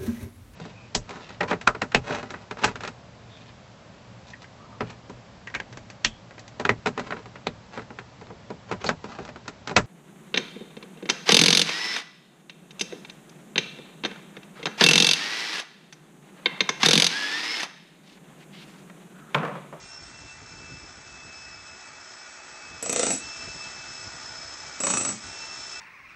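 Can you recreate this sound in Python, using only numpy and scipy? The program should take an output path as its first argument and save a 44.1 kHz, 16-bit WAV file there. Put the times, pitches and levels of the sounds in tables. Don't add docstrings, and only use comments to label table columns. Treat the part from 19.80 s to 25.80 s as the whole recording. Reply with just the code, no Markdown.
import sys
import numpy as np
from scipy import signal
from scipy.fft import rfft, irfft
from scipy.io import wavfile

SR = 44100
rng = np.random.default_rng(int(sys.argv[2]) if len(sys.argv) > 2 else 0)


def master(y):
    cut = np.clip(np.atleast_2d(y).T, -1, 1)
    pcm = np.round(cut * 32767)
    wavfile.write(sys.argv[1], SR, pcm.astype(np.int16))


N = 264600
TIME = np.arange(N) / SR


def gain_of(db):
    return 10 ** (np.asarray(db) / 20)


def unit_rms(x):
    return x / np.sqrt(np.mean(x ** 2) + 1e-20)


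def levelled(x, db, size=1100):
    return gain_of(db) * x / np.sqrt(np.mean(x[:size] ** 2))


def at_frequency(points, hz):
    f, value = np.transpose(points)
    return np.interp(np.log(hz + 1), np.log(f), value)


def curves(rows):
    s, *columns = np.transpose(rows)
    return [np.interp(TIME, s, c) for c in columns]


def add(mix, s, sound):
    part = mix[round(s * SR):][:len(sound)]
    part += sound[:len(part)]


def colour(x, spectrum, size=4096):
    log_gain = np.log(gain_of(at_frequency(spectrum, abs(np.fft.fftfreq(size, 1 / SR)))))
    taps = np.fft.ifft(np.exp(np.conj(signal.hilbert(log_gain)))).real
    return signal.fftconvolve(x, taps[:size // 2])[:len(x)]


def noise(spectrum):
    return unit_rms(colour(rng.standard_normal(N), spectrum))


def wander(rate_hz):
    hz = np.fft.rfftfreq(N, 1 / SR)
    return unit_rms(irfft(rfft(rng.standard_normal(N)) / (1 + (hz / rate_hz) ** 4), N))


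def tone(cycles, scatter, width_hz):
    swing = np.sqrt(1 - scatter) + np.sqrt(scatter / 2) * (wander(width_hz) + 1j * wander(width_hz))
    return unit_rms((swing * np.exp(2j * np.pi * (cycles + rng.random()))).real)


def draught():
    # (time [s], level [dB])
    flow_levels = [(0, -58), (.9, -53.5), (1.9, -58.5), (2.45, -71), (3.0, -57.5), (4.2, -58), (6, -59)]
    # (peak time [s], half-length [s], level [dB])
    gust_peaks = [(0.805, .05, -50.5), (0.934, 0.027, -45.5), (1.04, 0.017, -49), (1.21, .04, -57.5),
                  (2.948, 0.037, -52), (3.62, 0.03, -51), (3.684, 0.016, -45), (3.759, 0.012, -44),
                  (4.265, 0.014, -47), (4.355, .015, -50), (5.47, 0.029, -49)]
    # (frequency [Hz], relative spectral level [dB])
    buffet_spectrum = [(20, -52), (30, -31), (38, -19), (50, -5), (80, -4), (135, -4.5), (200, -9.5),
                       (320, -11), (600, -21), (1500, -68.5), (6000, -100)]
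    flow_db, = curves(flow_levels)
    flow = gain_of(flow_db + 3.43 * wander(14))
    gusts = sum(gain_of(db) * np.exp(-((TIME - s) / length) ** 2 / 2) for s, length, db in gust_peaks)
    return np.hypot(flow, gusts) * noise(buffet_spectrum)


def garage(x, patterns=3, size=24000):
    # (frequency [Hz], T60 [s])
    decay_times = [(100, 0.49), (500, 0.19), (2000, 0.22), (5000, .33), (8000, .28), (12000, 0.069)]
    out = np.zeros(N)
    for k in range(patterns):
        hz, t, bands = signal.stft(rng.standard_normal(size), SR, nperseg=256)
        decay = gain_of(-60 * t / at_frequency(decay_times, hz)[:, None])
        tail = signal.istft(bands * decay, SR, nperseg=256)[1]
        tail *= 1 - np.exp(-(np.arange(len(tail)) / SR / 0.019) ** 2)
        crossfade = np.sqrt(2 / patterns) * np.cos(np.pi * (4 * TIME + k / patterns))
        out += signal.fftconvolve(x * crossfade, tail / np.linalg.norm(tail))[:N]
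    return out


def governor(idle_hz=2587, opening_excess_hz=138, sag_hz=85, settle_s=.8, load_edge_s=.04):
    # (press time [s], release time [s], overshoot of the blade tone [Hz])
    presses = [(3.06, 3.38, 63), (5.03, 5.42, 91)]
    dips = [-3.5, -5.5]
    hz, dip_db = idle_hz + opening_excess_hz * np.exp(-TIME / settle_s), 0
    for (pressed, released, over_hz), db in zip(presses, dips):
        on, off = (.5 + .5 * np.tanh((TIME - s) / load_edge_s) for s in (pressed, released))
        overshoot = over_hz * off * np.exp(-abs(TIME - released) / settle_s)
        hz = hz - sag_hz * (on - off) + overshoot
        dip_db = dip_db + db * (on - off)
    return hz, dip_db


def motor(blades=9, gear_ratio=9):
    # (frequency [Hz], relative spectral level [dB])
    rush_spectrum = [(100, -10.5), (280, -0.5), (490, -1), (680, 3), (870, 4.5), (1050, 2), (1220, 5.5),
                     (1460, 6.5), (1620, 4.5), (1850, 5), (2200, 1), (2650, 1), (2850, -7), (4000, -51.5),
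                     (9000, -96)]
    # (frequency [Hz], relative spectral level [dB])
    hiss_spectrum = [(2200, -39), (3000, -2.5), (3300, 1), (3650, -3.5), (4000, 1.5), (4300, -3), (4600, 1),
                     (4880, -6), (5150, 6), (5600, 3), (5920, 0.5), (6450, 4), (7100, -2), (7550, -1),
                     (7850, -5.5), (8200, -5), (8450, -58.5), (9500, -88)]
    # (time [s], rush level [dB], hiss level [dB])
    facing = [(0, -52, -51.5), (1.15, -51.5, -52), (2.1, -50, -51.5), (2.88, -48, -50), (3.5, -47, -44),
              (4.35, -46.5, -45.5), (4.9, -46, -45), (5.55, -45, -43.5), (6, -46.5, -43.5)]
    # (time [s], level [dB])
    blade_levels = [(0, -57.5), (.16, -53.5), (.26, -58), (.52, -46.5), (.62, -64), (.8, -54), (.91, -46.5),
                    (1.14, -64), (1.3, -49), (2.08, -53.5), (2.25, -57), (2.65, -58), (2.92, -49.5),
                    (3.38, -47), (3.56, -44), (4.15, -49.5), (4.3, -58.5), (4.95, -60.5), (5.52, -55),
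                    (5.65, -38.5), (5.86, -57), (5.96, -45)]
    # (time [s], level [dB])
    octave_levels = [(0, -58), (.15, -49), (.33, -58.5), (.62, -58), (.95, -51.5), (1.2, -59.5), (1.8, -49),
                     (2.12, -61), (2.28, -50), (2.65, -61), (3.3, -50.5), (3.54, -43.5), (3.95, -48.5),
                     (4.3, -43.5), (4.65, -43.5), (5.3, -50.5), (5.85, -43)]
    orders = [1.28, 2.25, 3, 4.2, 4.62, 5, 5.06, 6.72, 8, 8.84, 12, 15.78, 19.5, 27]
    order_levels = [-19.5, -15.5, -15.5, -14, -17, -13.5, -12.5, -15, -11, -25, -17.5, -17.5, -14.5, -12.5]
    blade_hz, dip_db = governor()
    blade_cycles = np.cumsum(blade_hz) / SR
    shaft_turns = blade_cycles / blades
    crank_angle = 2 * np.pi * shaft_turns / gear_ratio
    stroke = np.cos(2 * crank_angle)
    rush_db, hiss_db = curves(facing)
    (blade_db,), (octave_db,) = curves(blade_levels), curves(octave_levels)
    rush = gain_of(rush_db + .5 * wander(24)) * noise(rush_spectrum) * (1 + 0.12 * stroke)
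    hiss = gain_of(hiss_db + 0.76 * wander(27)) * noise(hiss_spectrum) * (1 + 0.042 * stroke)
    whine = gain_of(blade_db) * tone(blade_cycles, scatter=.2, width_hz=13)
    octave = gain_of(octave_db) * tone(2 * blade_cycles, scatter=0.17, width_hz=14.4)
    octave *= 1 + 0.36 * stroke + .33 * np.cos(crank_angle)
    gears = sum(gain_of(db) * tone(k * shaft_turns, scatter=0.68, width_hz=10.5)
                for k, db in zip(orders, order_levels))
    gears *= gain_of(rush_db) * (1 + .3 * stroke)
    return gain_of(dip_db) * (rush + hiss + whine + octave + gears)


def glints(size=5000, free_s=3.305):
    # (time [s], level [dB])
    ticks = [(3.026, -43), (3.095, -50), (3.127, -39), (5.003, -52)]
    # (frequency [Hz], relative spectral level [dB])
    tick_spectrum = [(7000, -30), (8500, 7), (9600, -22), (10500, -7), (11400, 2.5), (12000, -35),
                     (13000, -53)]
    # (frequency [Hz], level [dB], T60 [s])
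    free_modes = [(7828, -39, 0.22), (10900, -40.5, 0.3), (11200, -35.5, 0.14)]
    t, out = np.arange(size) / SR, np.zeros(N)
    for s, db in ticks:
        burst = rng.standard_normal(size) * np.exp(-t / 0.0049)
        add(out, s, levelled(colour(burst, tick_spectrum), db))
    ping = sum(gain_of(db - 60 * t / t60) * np.sin(2 * np.pi * hz * t) for hz, db, t60 in free_modes)
    add(out, free_s, ping * signal.windows.tukey(size, .3))
    return out


def chisel(t):
    mode_hz = [2590, 5880, 7680, 7785, 7828, 7885, 8110, 8225]
    # (relative level [dB], T60 [s])
    mode_decays = [(-9.5, 0.058), (-18, .06), (-1.5, 0.033), (-6, 0.022), (2.5, 0.2), (-7.5, 0.054),
                   (-8, 0.054), (-11.5, 0.048)]
    # (delay [s], share of the force [ratio])
    bounces = [(0, 0.38), (.0032, 0.33), (.0071, .3)]
    ring = np.zeros(len(t))
    for delay, share in bounces:
        age = np.maximum(t - delay, 0)
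        detune, phase = rng.standard_normal((2, len(mode_hz)))
        modes = sum(gain_of(db - 60 * age / t60) * np.sin(2 * np.pi * (hz * (1 + 0.00072 * d) * age + p))
                    for hz, (db, t60), d, p in zip(mode_hz, mode_decays, detune, phase))
        build_up = 1 - np.exp(-(age / 0.0018) ** 2)
        choke = 1 + 7.5 * np.exp(-age / 0.01)
        ring += share * modes * build_up * choke
    return ring


def impact(t, snap, crush_s, rattle, rattle_s):
    grains = rng.standard_normal(len(t)) * (np.exp(-t / crush_s) + rattle * np.exp(-t / rattle_s))
    force = grains / np.linalg.norm(grains) + snap * (t == 0)
    return force / np.linalg.norm(force)


def hammer(size=6000, moved_s=4, rebound_s=.012):
    # (time [s], strength [dB], chisel ring level [dB])
    blows = [(3.026, -39, -34.5), (3.0604, -38, -36), (3.095, -34, -29.5), (3.128, -33, -36),
             (3.1613, -29.5, -38), (3.1947, -29, -44), (3.231, -30, -29.5), (3.267, -31.5, -35),
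             (3.3045, -33, -26.5), (5.003, -38, -30.5), (5.036, -32, -28), (5.0684, -30.5, -28.5),
             (5.1024, -32.5, -28), (5.137, -31.5, -28.5), (5.1716, -34, -27.5), (5.211, -37, -36),
             (5.25, -35, -27.5), (5.29, -38, -43), (5.326, -49.5, -64)]
    # (frequency [Hz], relative spectral level [dB])
    first_spot = [(30, -51), (90, -18.5), (160, -11), (205, -3.5), (235, -3), (273, -1.5), (390, -7),
                  (485, 3), (555, -3.5), (605, -8), (676, -3), (800, -10), (950, -18.5), (1500, -38),
                  (6000, -96)]
    # (frequency [Hz], relative spectral level [dB])
    second_spot = [(30, -48.5), (90, -12.5), (125, -7), (165, -11.5), (211, -0.5), (247, -4), (279, -1),
                   (340, -4), (420, -1.5), (485, -10.5), (549, 0.5), (660, -2.5), (728, -7), (800, -3),
                   (950, -8.5), (1180, -2), (1600, -15), (6000, -89)]
    # (frequency [Hz], relative spectral level [dB])
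    crack_spectrum = [(500, -21.5), (900, -9.5), (1300, -0.5), (1650, -6), (2100, -2.5), (2700, -5.5),
                      (3000, -5.5), (3400, -12), (3720, -4), (4000, -8), (4350, -4.5), (4850, -11),
                      (5300, -18), (7800, -7), (9000, -94.5)]
    # (frequency [Hz], relative spectral level [dB])
    grit_spectrum = [(4000, -18), (5000, -18), (5450, 0.5), (5900, 8), (6600, 1), (7050, 6.5), (7500, 3),
                     (8220, 8), (8400, -9.5), (8700, -14), (9200, -69.5)]
    t, out = np.arange(size) / SR, np.zeros(N)
    for s, db, ring_db in blows:
        body = first_spot if s < moved_s else second_spot
        thump, rebound = (colour(impact(t, snap=0.43, crush_s=0.004, rattle=0.05, rattle_s=0.021), body)
                          for _ in range(2))
        crack = colour(impact(t, snap=0.39, crush_s=0.0072, rattle=0.18, rattle_s=0.033), crack_spectrum)
        grit = colour(impact(t, snap=0.65, crush_s=0.00084, rattle=0.25, rattle_s=0.024), grit_spectrum)
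        add(out, s, levelled(thump, db - 0.2) + levelled(crack, db - 3.5) + levelled(grit, db + 0.54))
        add(out, s, levelled(chisel(t), ring_db))
        add(out, s + rebound_s, levelled(rebound, db - 8.5))
    return out


def scene():
    blows = hammer()
    return (blows + gain_of(-5) * garage(blows) + glints() + motor() + draught())[None]


def record(dry, bass_hz=36, edge_hz=12200):
    lean = signal.sosfilt(signal.butter(3, bass_hz, "highpass", fs=SR, output="sos"), dry)
    low_pass = signal.firwin(511, edge_hz, window=("kaiser", 9), fs=SR)
    return signal.oaconvolve(lean, low_pass[None], "same")


dry = scene()
out = record(dry)
master(out)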